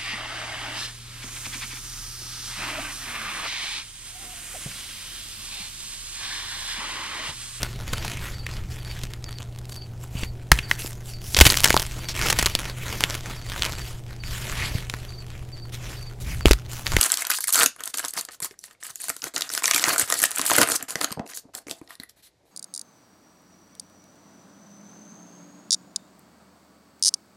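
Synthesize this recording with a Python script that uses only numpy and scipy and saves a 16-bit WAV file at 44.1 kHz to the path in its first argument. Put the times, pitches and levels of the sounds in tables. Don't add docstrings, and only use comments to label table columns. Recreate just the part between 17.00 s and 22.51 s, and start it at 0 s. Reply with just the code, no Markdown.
import sys
import numpy as np
from scipy import signal
from scipy.fft import rfft, irfft
from scipy.io import wavfile
from scipy.ndimage import uniform_filter1d

SR = 44100
rng = np.random.default_rng(int(sys.argv[2]) if len(sys.argv) > 2 else 0)


def wav_record(signal):
    frames = np.transpose(np.atleast_2d(signal))
    bounded = np.clip(frames, -1, 1)
    quanta = np.round(bounded * 32767).astype(np.int16)
    wavfile.write(sys.argv[1], SR, quanta)


N = 242991
CARDS_FROM_S = 4.86

# start_s, crack_db, bite_db, sheet_db,
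# facet_hz (ring of the freed facet), sheet_hz (ring of the sheet)
SNAPS = [(0.0116, 0.5, -10.5, -19, 8020, 2820), (0.0296, -12, -8.5, -23.5, 5100, 2970),
         (0.0383, -6, -21, -32, 10650, 1490), (0.0469, -14.5, -20, -24.5, 8120, 1160),
         (0.0628, -22.5, -25, -29.5, 8840, 1360), (0.1016, -19, -17, -24, 7810, 1520),
         (0.1188, -3.5, -15.5, -27, 7830, 1500), (0.1405, -13, -13, -30, 10900, 2040),
         (0.172, -13.5, -15.5, -31, 8100, 1660), (0.2214, -15, -32, -21.5, 7800, 2130),
         (0.2504, -21, -18.5, -29, 8160, 1430), (0.2687, -13, -22, -31.5, 11800, 1580),
         (0.301, -10.5, -19, -17, 11000, 1510), (0.305, -8, -18, -29.5, 11700, 1500),
         (0.3139, -12.5, -16, -19, 7840, 2010), (0.3367, -24, -19, -35.5, 7220, 1520),
         (0.3862, -18, -35.5, -24, 8970, 1600), (0.4064, -14, -28, -34.5, 10100, 1590),
         (0.4407, -9, -24.5, -24, 9070, 2100), (0.4734, -14.5, -31, -32.5, 9400, 1990),
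         (0.4815, -9, -22.5, -26.5, 9900, 1630), (0.4909, -13.5, -26, -25, 10900, 1230),
         (0.5043, -13.5, -26.5, -32.5, 6900, 2760), (0.5255, -5.5, -30, -33, 9240, 1560),
         (0.5365, -3.5, -28.5, -37, 11800, 1490), (0.544, -8, -12.5, -26.5, 6450, 1300),
         (0.5563, -6, -18.5, -13.5, 7600, 1500), (0.566, -11.5, -25, -22, 7960, 1340),
         (0.5778, -11.5, -22, -16.5, 9210, 1340), (0.5899, -8, -23, -17.5, 7880, 1370),
         (0.5977, -5, -32, -16.5, 9800, 1360), (0.6045, -9.5, -21.5, -14, 7700, 1312),
         (0.632, -1.5, -16, -12, 8200, 1560), (0.6388, -10.5, -21, -25, 8750, 1150),
         (0.6605, 0.5, -9.5, -15.5, 6700, 2630), (0.7624, -35, -45, -39, 10200, 1150),
         (0.806, -26, -38, -28.5, 6660, 1270), (0.8368, -18.5, -25, -37, 8550, 3100),
         (0.857, -16.5, -44, -53, 10200, 1380), (0.8754, -18, -27.5, -32.5, 8400, 1920),
         (0.9412, -20, -19.5, -25.5, 8060, 2700), (0.973, -13, -39, -38, 7650, 1820),
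         (0.9837, -15.5, -23, -35, 8870, 1370), (0.9938, -14, -27, -29, 7700, 1980),
         (1.0283, -38, -36, -32, 9080, 3000), (1.0422, -35, -26, -25.5, 5570, 1020),
         (1.049, -15.5, -21, -26, 7850, 1170), (1.0574, -23, -32, -39, 5530, 2180),
         (1.0827, -16.5, -32, -49, 6440, 2190), (1.1068, -22.5, -42, -55, 8120, 1910),
         (1.1367, -18.5, -27.5, -45, 11300, 1040), (1.2106, -15, -39, -42, 8900, 1900),
         (1.2507, -22, -29.5, -49, 8020, 1290), (1.287, -51, -31.5, -32.5, 5160, 1800),
         (1.3094, -40, -45, -44, 9500, 1850), (1.4027, -21.5, -36, -35, 8760, 1000),
         (1.4253, -19, -42, -34.5, 8980, 2290), (1.4459, -12.5, -30, -31, 7220, 1050),
         (1.5098, -42, -40, -40, 5440, 2170), (1.5404, -55, -63.5, -46, 7160, 1600),
         (1.5905, -28, -53, -76, 5860, 1450), (1.6395, -29, -33, -39, 7700, 1840),
         (1.71, -42, -45, -44, 7520, 1860), (1.7494, -70, -63, -49, 5130, 2210),
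         (1.8274, -42.5, -33, -32.5, 7880, 1780), (1.835, -23, -38, -47, 7900, 1630),
         (1.8664, -21.5, -52, -39, 7960, 1670), (1.957, -20, -37, -40.5, 6940, 2690),
         (2.0177, -21.5, -51, -47, 9900, 1750), (2.0408, -21, -49, -35.5, 9100, 1070),
         (2.0835, -16.5, -37, -29.5, 9400, 1530), (2.0943, -9, -38, -29, 8100, 2430),
         (2.0997, -14, -25, -20.5, 7600, 1320), (2.165, -22.5, -32.5, -34.5, 9300, 1380),
         (2.2194, -32, -23.5, -54, 6160, 2970), (2.2406, -15, -22, -26, 6300, 1490),
         (2.2677, -30, -41, -26, 8090, 1860), (2.3384, -34, -38, -41, 7600, 2190),
         (2.362, -16, -11.5, -27.5, 5620, 2980), (2.379, -16, -20, -41, 6800, 2900),
         (2.4086, -15.5, -18, -28.5, 5440, 1320), (2.42, -15, -11, -25, 5600, 1930),
         (2.4916, -25, -25, -36.5, 5200, 1855), (2.501, -27, -26, -27.5, 5360, 1470),
         (2.5368, -12.5, -21.5, -34, 9600, 3000), (2.5501, -15, -17.5, -26, 8110, 2080),
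         (2.5764, -13, -17.5, -19, 5100, 1460), (2.6221, -27.5, -31, -23, 7800, 1090),
         (2.6362, -13.5, -25, -32.5, 7660, 1854), (2.6412, -13, -18.5, -13.5, 7000, 2370),
         (2.6561, -12.5, -8.5, -22, 6600, 2680), (2.6788, -9, -16.5, -14.5, 5800, 1840),
         (2.7108, -9, -7, -11.5, 7300, 2280), (2.7344, -19.5, -21, -29.5, 5700, 2230),
         (2.7454, -8.5, -9.5, -20.5, 7750, 2380), (2.7612, -7.5, -17, -13.5, 7350, 2360),
         (2.7799, -11.5, -22.5, -16.5, 7510, 2190), (2.7952, -22.5, -16, -25.5, 7070, 1370),
         (2.8285, -22, -24, -23, 7900, 1244), (2.8398, -13, -7, -12, 5440, 1970),
         (2.8664, -21, -29, -21.5, 7850, 1860), (2.8825, -17, -19.5, -15, 6840, 1010),
         (2.8943, -15.5, -28, -22, 6660, 1260), (2.9334, -13.5, -28, -22.5, 9750, 1420),
         (2.9606, -19, -27.5, -17, 7700, 1390), (2.9811, -6.5, -28.5, -21.5, 8100, 1530),
         (2.9961, -4, -29, -20, 8940, 1530), (3.0133, -11, -19.5, -19.5, 7750, 2040),
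         (3.0234, -16.5, -29, -26.5, 7880, 2270), (3.0764, -25, -32, -30, 11800, 1370),
         (3.1009, -10.5, -17, -20.5, 10170, 1200), (3.1238, -7.5, -13.5, -9.5, 7400, 1880),
         (3.14, -11, -16.5, -21, 9780, 1770), (3.1902, -11.5, -28.5, -31, 10500, 2200),
         (3.2008, -14.5, -24, -29, 11300, 1970), (3.2181, -9, -28.5, -30, 8300, 1690),
         (3.2292, -6, -29, -22, 11500, 1470), (3.2383, -2.5, -14, -11, 9000, 1770),
         (3.2551, -10, -31, -29, 9200, 1660), (3.3079, -17.5, -32, -37.5, 10800, 1730),
         (3.315, -19, -21, -29, 9080, 2850), (3.3603, -14, -34.5, -36, 7500, 1530),
         (3.384, -9, -26, -29.5, 8160, 1730), (3.3942, -19, -21.5, -16.5, 8050, 1090),
         (3.4144, -10.5, -17.5, -37, 10300, 1608), (3.4537, -15, -29.5, -31.5, 8900, 1560),
         (3.463, -9.5, -17.5, -31, 8170, 1350), (3.4778, -15, -29, -38, 8690, 1550),
         (3.4984, -8, -20, -18.5, 7400, 1310), (3.5076, -8, -15, -17, 6850, 1640),
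         (3.5156, -17, -22, -9, 6700, 980), (3.5343, -9, -21, -22.5, 9540, 1566),
         (3.5531, -14.5, -16, -17.5, 7120, 1540), (3.5644, -5, -24.5, -21.5, 11200, 2113),
         (3.5835, -5, -18, -8.5, 9100, 1485), (3.6148, -4.5, -8.5, -8.5, 10200, 1250),
         (3.6307, -9.5, -11.5, -13.5, 11000, 1590), (3.674, -15, -30, -21, 8680, 1550),
         (3.6878, -11, -37, -19, 8750, 1320), (3.7001, -13, -34, -19, 11100, 1390),
         (3.7186, -10, -14, -20, 8600, 1396), (3.7564, -16, -39, -32, 8400, 1020),
         (3.8263, -16.5, -40, -31, 7400, 1760), (3.885, -34, -40, -46, 8300, 1230),
         (3.906, -17.5, -25.5, -32.5, 10000, 1040), (3.9556, -18, -17.5, -17, 8500, 1980),
         (4.0127, -13, -15, -18, 8200, 1280), (4.0441, -12.5, -11.5, -17, 10100, 1370),
         (4.1064, -40, -32, -32, 7700, 1250), (4.1182, -22, -26, -34, 5560, 3030),
         (4.1247, -21, -23, -27.5, 8460, 1050), (4.1943, -45, -37, -25, 5660, 920),
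         (4.264, -48, -41, -41, 8200, 2680), (4.2757, -36, -39, -53, 10000, 1730),
         (4.3346, -43, -33, -38, 5940, 1920), (4.373, -20, -27, -39, 8750, 1600),
         (4.5503, -19.5, -25, -41, 7400, 1770), (4.6688, -48, -35, -40.5, 4860, 2080),
         (4.683, -34, -39, -33, 6300, 2250), (4.6964, -28, -31, -48, 8500, 2700),
         (4.7112, -21, -19, -33, 8200, 2630), (4.814, -49, -60, -43.5, 9930, 999),
         (4.8754, -62, -48.5, -57, 4800, 1900), (4.9061, -42, -49, -33, 11400, 1150),
         (4.9532, -43, -46, -56, 9320, 1660), (4.9993, -40, -37.5, -41, 8660, 2080),
         (5.034, -38.5, -49, -38.5, 10500, 1990), (5.0948, -46, -48, -55, 5660, 1745)]
# low_hz, high_hz, t60_s
SNAP_LAYERS = [(6280, 13500, 0.0092), (2800, 7330, 0.01), (940, 2460, 0.0099), (250, 790, 0.0073)]
SNAP_RISE_S = 0.00021
FACET_SHARE, BITE_SHARE, SHEET_SHARE = 0.75, 0.34, 0.75
FACET_T60_S, SHEET_T60_S = 0.0061, 0.015
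POUCH_DB, POUCH_FOLLOWS = -5, 0.9


def snaps():
    times, crack_db, bite_db, sheet_db, facet_hz, sheet_hz = np.transpose(SNAPS)
    fingers_db, _ = grip(times)
    pouch_db = sheet_db + POUCH_DB + POUCH_FOLLOWS * fingers_db
    levels_db = [crack_db, bite_db, sheet_db, pouch_db]
    size = 2048
    t = np.arange(size) / SR
    rise = 1 - np.exp(-t / SNAP_RISE_S)
    bite_hz = rng.uniform(*SNAP_LAYERS[1][:2], len(times))
    rings = {0: (facet_hz, FACET_SHARE, FACET_T60_S),
             1: (bite_hz, BITE_SHARE, FACET_T60_S),
             2: (sheet_hz, SHEET_SHARE, SHEET_T60_S)}
    sounds = 0
    for k, ((low_hz, high_hz, t60), level_db) in enumerate(zip(SNAP_LAYERS, levels_db)):
        noise = rng.standard_normal((len(times), size)) * rise * dying(t60, size)
        burst = band(band(noise, low_hz, high_hz), low_hz, high_hz)
        power = uniform_filter1d(burst ** 2, size=66 * (k // 2 + 1), axis=1)
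        burst = burst / np.sqrt(2 * power.max(axis=1, keepdims=True))
        if k in rings:
            hz, share, ring_t60 = rings[k]
            ring = np.sin(2 * np.pi * np.outer(hz, t)) * rise * dying(ring_t60, size)
            burst = np.sqrt(1 - share) * burst + np.sqrt(2 * share) * ring
        sounds = sounds + from_db(level_db)[:, None] * burst
    out = np.zeros(N)
    add(out, times, sounds)
    return out


# at_s, fingers_db (fingers on the pack over the rustle), sheet_hz (ring of the sheet)
GRIP = [(0, -16, 1400), (.5, -25.5, 1550), (.6, -12.5, 1350), (.68, -12.5, 1500), (1.5, -9.5, 1400),
        (1.9, -16.5, 1750), (2.3, -4, 1500), (2.7, -17, 2050), (2.9, -9.5, 1400), (3.4, -13, 1650),
        (3.6, -7, 1100), (4.0, -6, 1250), (4.3, -8.5, 1900), (4.6, 5, 1100), (4.75, 5, 2100),
        (4.9, -19, 1150), (5.1, -2, 1950), (5.5, 1.5, 1050)]


def grip(s):
    at, fingers_db, sheet_hz = np.transpose(GRIP)
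    return np.interp(s, at, fingers_db), np.interp(s, at, sheet_hz)


RIP_FROM_S, RIP_TO_S, RIP_DB = 0.553, 0.645, -30
RIP_HZ, RIP_WIDTH_HZ = 1450, 350


def rip():
    force = np.zeros(N)
    force[round(RIP_FROM_S * SR):round(RIP_TO_S * SR)] = from_db(RIP_DB)
    slips = rng.standard_normal(N) * (rng.random(N) < 900.0 / SR)
    rasp = resonance(resonance(slips, RIP_HZ, RIP_WIDTH_HZ), RIP_HZ, RIP_WIDTH_HZ)
    return ease(force, 0.004) * rms_one(rasp)


# pitch_hz, level_db (per Hz)
CRACKLE_SPECTRUM = [(2800, -14), (3500, -11.5), (4300, 2), (5200, -6), (7700, 1.5), (10000, -0.5),
                    (12500, -6.5), (15500, -11)]
CARD_TOP_HZ = 13100


def crackle():
    fine = grains(CRACKLE_SPECTRUM, per_s=5000, spread_db=1.5, cycles=34.0, clump_db=2.5, patch_db=2.5, count=16)
    first = round(CARDS_FROM_S * SR)
    rubbing = rng.standard_normal(N - first)
    sliding = from_db(1) * rubbing + card_stack(rubbing)
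    fine[first:] = rms_one(band(sliding, 1500, CARD_TOP_HZ))
    return fine


# pitch_hz, level_db (per Hz)
RUSTLE_SPECTRUM = [(800, -7), (1100, -4.5), (1500, 1), (2100, -8), (3000, -0.5)]
SHEET_WIDTH_HZ, SHEET_RING_DB = 530, -10.5


def rustle():
    flexing = grains(RUSTLE_SPECTRUM, per_s=2600, spread_db=3.5, cycles=8.1, clump_db=4.0, patch_db=4.0, count=9)
    starts = [round(row[0] * SR) for row in HANDLING] + [N]
    sheet = np.zeros(N)
    for (s, length, *_), i, until in zip(HANDLING, starts, starts[1:]):
        _, sheet_hz = grip(s + length / 2)
        ring = rms_one(resonance(flexing[i:i + SR], sheet_hz, SHEET_WIDTH_HZ))
        sheet[i:until] = ring[:until - i]
    return rms_one(flexing + from_db(SHEET_RING_DB) * sheet)


# pitch_hz, level_db (per Hz)
FINGER_SPECTRUM = [(70, -13.5), (120, -9), (170, -6.5), (270, 6.5), (380, 2.5), (500, -2), (700, 6.5),
                   (950, -5)]


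def fingers():
    return grains(FINGER_SPECTRUM, per_s=2500, spread_db=2.5, cycles=10.0, clump_db=1.0, patch_db=0.5, count=12)


# start_s, length_s, crackle_db, rustle_db (over the crackle)
HANDLING = [(0, 0.067, -27.5, -2), (0.071, 0.082, -33, -4.5), (0.168, 0.056, -29.5, -5.5),
            (0.242, 0.069, -48.5, 9), (0.295, .05, -27.5, -8.5), (0.348, .033, -32, -16.5),
            (.402, .045, -33.5, -29), (0.471, 0.021, -27.5, -13.5), (0.522, 0.078, -23, -11),
            (0.597, 0.04, -21, -8), (0.641, 0.045, -37.5, -8), (0.782, .035, -52, 7.5),
            (0.83, 0.069, -41.5, -8.5), (0.937, 0.018, -32, -11), (0.968, 0.032, -33.5, -3.5),
            (1.015, 0.014, -50, -7), (1.031, 0.027, -34.5, -4.5), (1.071, 0.028, -43, -12),
            (1.132, 0.042, -44, -2), (1.165, 0.033, -29, -7.5), (1.22, 0.03, -56, 0),
            (1.282, 0.011, -62, 20.5), (1.314, 0.031, -43, -12), (1.419, 0.042, -34, -9.5),
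            (1.5, 0.026, -59, 2), (1.585, 0.059, -59, -26), (1.634, 0.032, -47, -19.5),
            (1.669, 0.064, -61, 1), (1.8, .03, -55.5, -9), (1.84, 0.067, -39, -9), (1.93, 0.072, -51, -15),
            (1.996, 0.11, -37.5, -13), (2.083, 0.015, -33, -6.5), (2.125, 0.082, -50, -17),
            (2.225, 0.051, -37, -4), (2.339, 0.041, -39.5, 1.5), (2.379, 0.094, -44.5, -3.5),
            (2.497, .03, -41, -8), (2.513, 0.083, -34, -6.5), (2.63, 0.086, -27, -8), (2.733, .05, -23, -9),
            (2.79, .04, -30, -3), (2.846, 0.09, -25.5, -5), (2.936, .03, -35, -4.5),
            (2.978, 0.046, -24.5, -5.5), (3.026, .035, -39, -5.5), (3.078, 0.083, -33, -3.5),
            (3.165, .045, -30.5, -7.5), (3.216, .04, -25, -5), (3.274, 0.089, -39, -5),
            (3.369, 0.093, -35.5, 3), (3.459, .04, -26.5, -10.5), (3.498, .075, -25.5, -4.5),
            (3.576, 0.053, -21, -1), (3.64, 0.045, -37, -4.5), (3.689, .07, -27, -6.5),
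            (3.79, 0.052, -49.5, 5.5), (3.881, 0.051, -37.5, -6), (3.95, 0.049, -45.5, 2.5),
            (4.006, 0.039, -30.5, -2), (4.073, 0.062, -53.5, 8.5), (4.257, 0.03, -54, -15),
            (4.288, 0.034, -42, -8.5), (4.342, 0.05, -39.5, -18), (4.535, 0.047, -44.5, -10),
            (4.587, .03, -60, -5), (4.667, 0.043, -49, -7), (4.7, 0.023, -40.5, -9), (4.74, .05, -59.5, -6),
            (4.813, .06, -69, -1), (4.887, 0.05, -52, 0.5), (4.995, 0.043, -57.5, 3.5),
            (5.089, 0.008, -48, -19), (5.16, 0.042, -62.5, -6), (5.223, 0.05, -53.5, -23.5),
            (5.45, 0.054, -69.5, -5)]
# start_s, length_s, level_db
DRAGS = [(0.593, .05, -35), (2.887, 0.058, -36.5), (3.579, .053, -25), (4.168, .05, -37.5),
         (4.219, 0.044, -48), (4.433, 0.063, -57.5), (4.807, 0.08, -64), (5.386, 0.11, -68)]
STROKE_EASE_S, CARD_EASE_S, RELEASE_S = 0.0025, 0.0048, 0.0074


def handling():
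    force = np.zeros((3, N))
    for s, length, crackle_db, rustle_db in HANDLING:
        fingers_db, _ = grip(s + length / 2)
        i = round(s * SR)
        layers_db = crackle_db + np.cumsum([0, rustle_db, fingers_db])
        force[:, i:i + round(length * SR)] = from_db(layers_db)[:, None]
    for s, length, db in DRAGS:
        force[2, round(s * SR):round((s + length) * SR)] = from_db(db)
    before_cards = np.arange(N) < round(CARDS_FROM_S * SR)
    force = np.where(before_cards, ease(force, STROKE_EASE_S), ease(force, CARD_EASE_S))
    force = np.maximum(force, ease(force, RELEASE_S))
    return np.sum(force * [crackle(), rustle(), fingers()], axis=0)


# pitch_hz, width_hz, level_db
CARD_MODES = [(1952, 110, 6), (4040, 870, 6.5), (5530, 300, -13), (7800, 390, 0), (9630, 430, 1),
              (10570, 550, 4.5), (12300, 630, 6)]


def card_stack(x):
    return modes(x, CARD_MODES)


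# start_s, level_db, pitch_hz
THUDS = [(.638, -40.5, 283), (0.66, -28, 250), (1.188, -48, 313), (1.421, -39, 157), (1.511, -40, 400),
         (1.9, -52, 137), (2.1, -35, 277), (2.249, -44, 147), (2.366, -33, 312), (2.748, -29.5, 304),
         (2.876, -23.5, 317), (3.026, -32.5, 100), (3.398, -30.5, 258), (3.515, -27, 450),
         (3.585, -15.5, 290), (3.614, -34, 284), (3.718, -38, 109), (3.831, -36, 252), (3.956, -31, 180),
         (4.039, -32, 283), (4.115, -28.5, 214), (4.174, -28.5, 159), (4.198, -20.5, 220),
         (4.454, -40.5, 265), (4.55, -44, 300), (4.667, -37.5, 278), (4.708, -36, 296), (4.815, -32, 316),
         (4.999, -34.5, 241)]
THUD_T60_S = 0.045


def thuds():
    t = np.arange(8192) / SR
    swings = [from_db(db) * np.sin(2 * np.pi * hz * t) * dying(THUD_T60_S, len(t)) for s, db, hz in THUDS]
    out = np.zeros(N)
    add(out, [s for s, db, hz in THUDS], swings)
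    return out


# pitch_hz, width_hz, level_db
TABLE_MODES = [(120, 17, -5.5), (276, 18, -7), (470, 25, -6), (680, 30, 2.5)]


def table_top(x):
    return modes(x, TABLE_MODES)


# low_hz, high_hz, t60_s
ROOM_DECAY = [(30, 2500, 0.11), (835, 6700, 0.2), (7000, 20000, 0.1)]
ROOM_DB = -13


def room(x):
    size = SR // 2
    tail = np.zeros(size)
    for low_hz, high_hz, t60 in ROOM_DECAY:
        tail += band(rng.standard_normal(size), low_hz, high_hz) * dying(t60, size) / np.sqrt(t60)
    tail = tail / np.sqrt(np.sum(tail ** 2))
    return signal.fftconvolve(x, np.pad(tail, (130, 0)))[:N]


# pitch_hz, level_db (per Hz)
AIR_SPECTRUM = [(25, 0), (110, -0.5), (184, -5), (600, -6), (1040, -16), (1300, -20), (2000, -15.5),
                (3100, -22), (3800, -17.5), (7000, -22.5), (13000, -32), (16000, -47)]
AIR_DB = -67.5


def room_tone():
    hz = np.maximum(np.fft.rfftfreq(N, 1 / SR), 1)
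    shaped = rfft(rng.standard_normal(N)) * from_db(level_at(AIR_SPECTRUM, hz))
    return from_db(AIR_DB) * rms_one(irfft(shaped, N))


def grains(spectrum, per_s, spread_db, cycles, clump_db, patch_db, count):
    sizes = from_db(spread_db * np.minimum(rng.exponential(1, N), 4)) * rng.choice([-1, 1], N)
    clicks = sizes * (rng.random(N) < per_s / SR) * from_db(clump_db * drift(52.0))
    dealt = rng.integers(0, count, N)
    out = np.zeros(N)
    for k, hz in enumerate(np.geomspace(spectrum[0][0], spectrum[-1][0], count)):
        share = clicks * (dealt == k) * from_db(patch_db * drift(22.0))
        rung = resonance(share + 1e-18, hz, 2.23 * hz / cycles)
        out += rms_one(rung) * from_db(level_at(spectrum, hz)) * np.sqrt(hz)
    return rms_one(band(out, 0.68 * spectrum[0][0], 1.23 * spectrum[-1][0]))


def drift(rate):
    r = np.exp(-80 * np.pi * rate / SR)
    noise = rng.standard_normal(N // 40 + 2002)
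    slow = signal.lfilter([1], [1, -2 * r, r * r], noise)[2000:]
    return np.interp(np.arange(N) / 40, np.arange(len(slow)), rms_one(slow))


def resonance(x, hz, width_hz):
    r = np.exp(-np.pi * width_hz / SR)
    feedback = [1, -2 * r * np.cos(2 * np.pi * hz / SR), r * r]
    return signal.lfilter(np.array([1, 0, -1]) * (1 - r * r) / 2, feedback, x)


def modes(x, table):
    return sum(from_db(db) * resonance(x, hz, width_hz) for hz, width_hz, db in table)


def ease(force, seconds):
    r = np.exp(-1 / (seconds * SR))
    return signal.lfilter([1 - r], [1, -r], force + 1e-18)


def band(x, low_hz, high_hz):
    sos = signal.butter(2, [low_hz, min(high_hz, 0.45 * SR)], "band", fs=SR, output="sos")
    return signal.sosfilt(sos, x)


def level_at(points, hz):
    at_hz, level_db = np.transpose(points)
    return np.interp(np.log(hz), np.log(at_hz), level_db)


def dying(t60, size):
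    return from_db(-60 * np.arange(size) / SR / t60)


def from_db(db):
    return 10 ** (np.asarray(db) / 20)


def rms_one(x):
    return x / np.sqrt(np.mean(x ** 2) + 1e-20)


def add(out, times, sounds):
    for s, sound in zip(times, sounds):
        i = round(s * SR)
        out[i:i + len(sound)] += sound[:N - i]


def scene():
    ticks = snaps()
    on_cards = np.arange(N) >= CARDS_FROM_S * SR
    card_ring = card_stack(ticks * on_cards) * from_db(2.5)
    close = ticks + card_ring + handling() + rip() + thuds()
    close = close + table_top(close)
    heard = close + from_db(ROOM_DB) * room(close) + room_tone()
    return np.tile(heard, (2, 1))


MIC_LOW_HZ, CUTOFF_HZ = 45, 16000


def record(dry):
    bass_cut = signal.butter(2, MIC_LOW_HZ, "high", fs=SR, output="sos")
    top_cut = signal.cheby2(16, 85, CUTOFF_HZ + 500, fs=SR, output="sos")
    heard = signal.sosfilt(bass_cut, dry)
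    return signal.sosfilt(top_cut, np.clip(heard, -0.9, 0.9))


dry = scene()
out = record(dry)
wav_record(out)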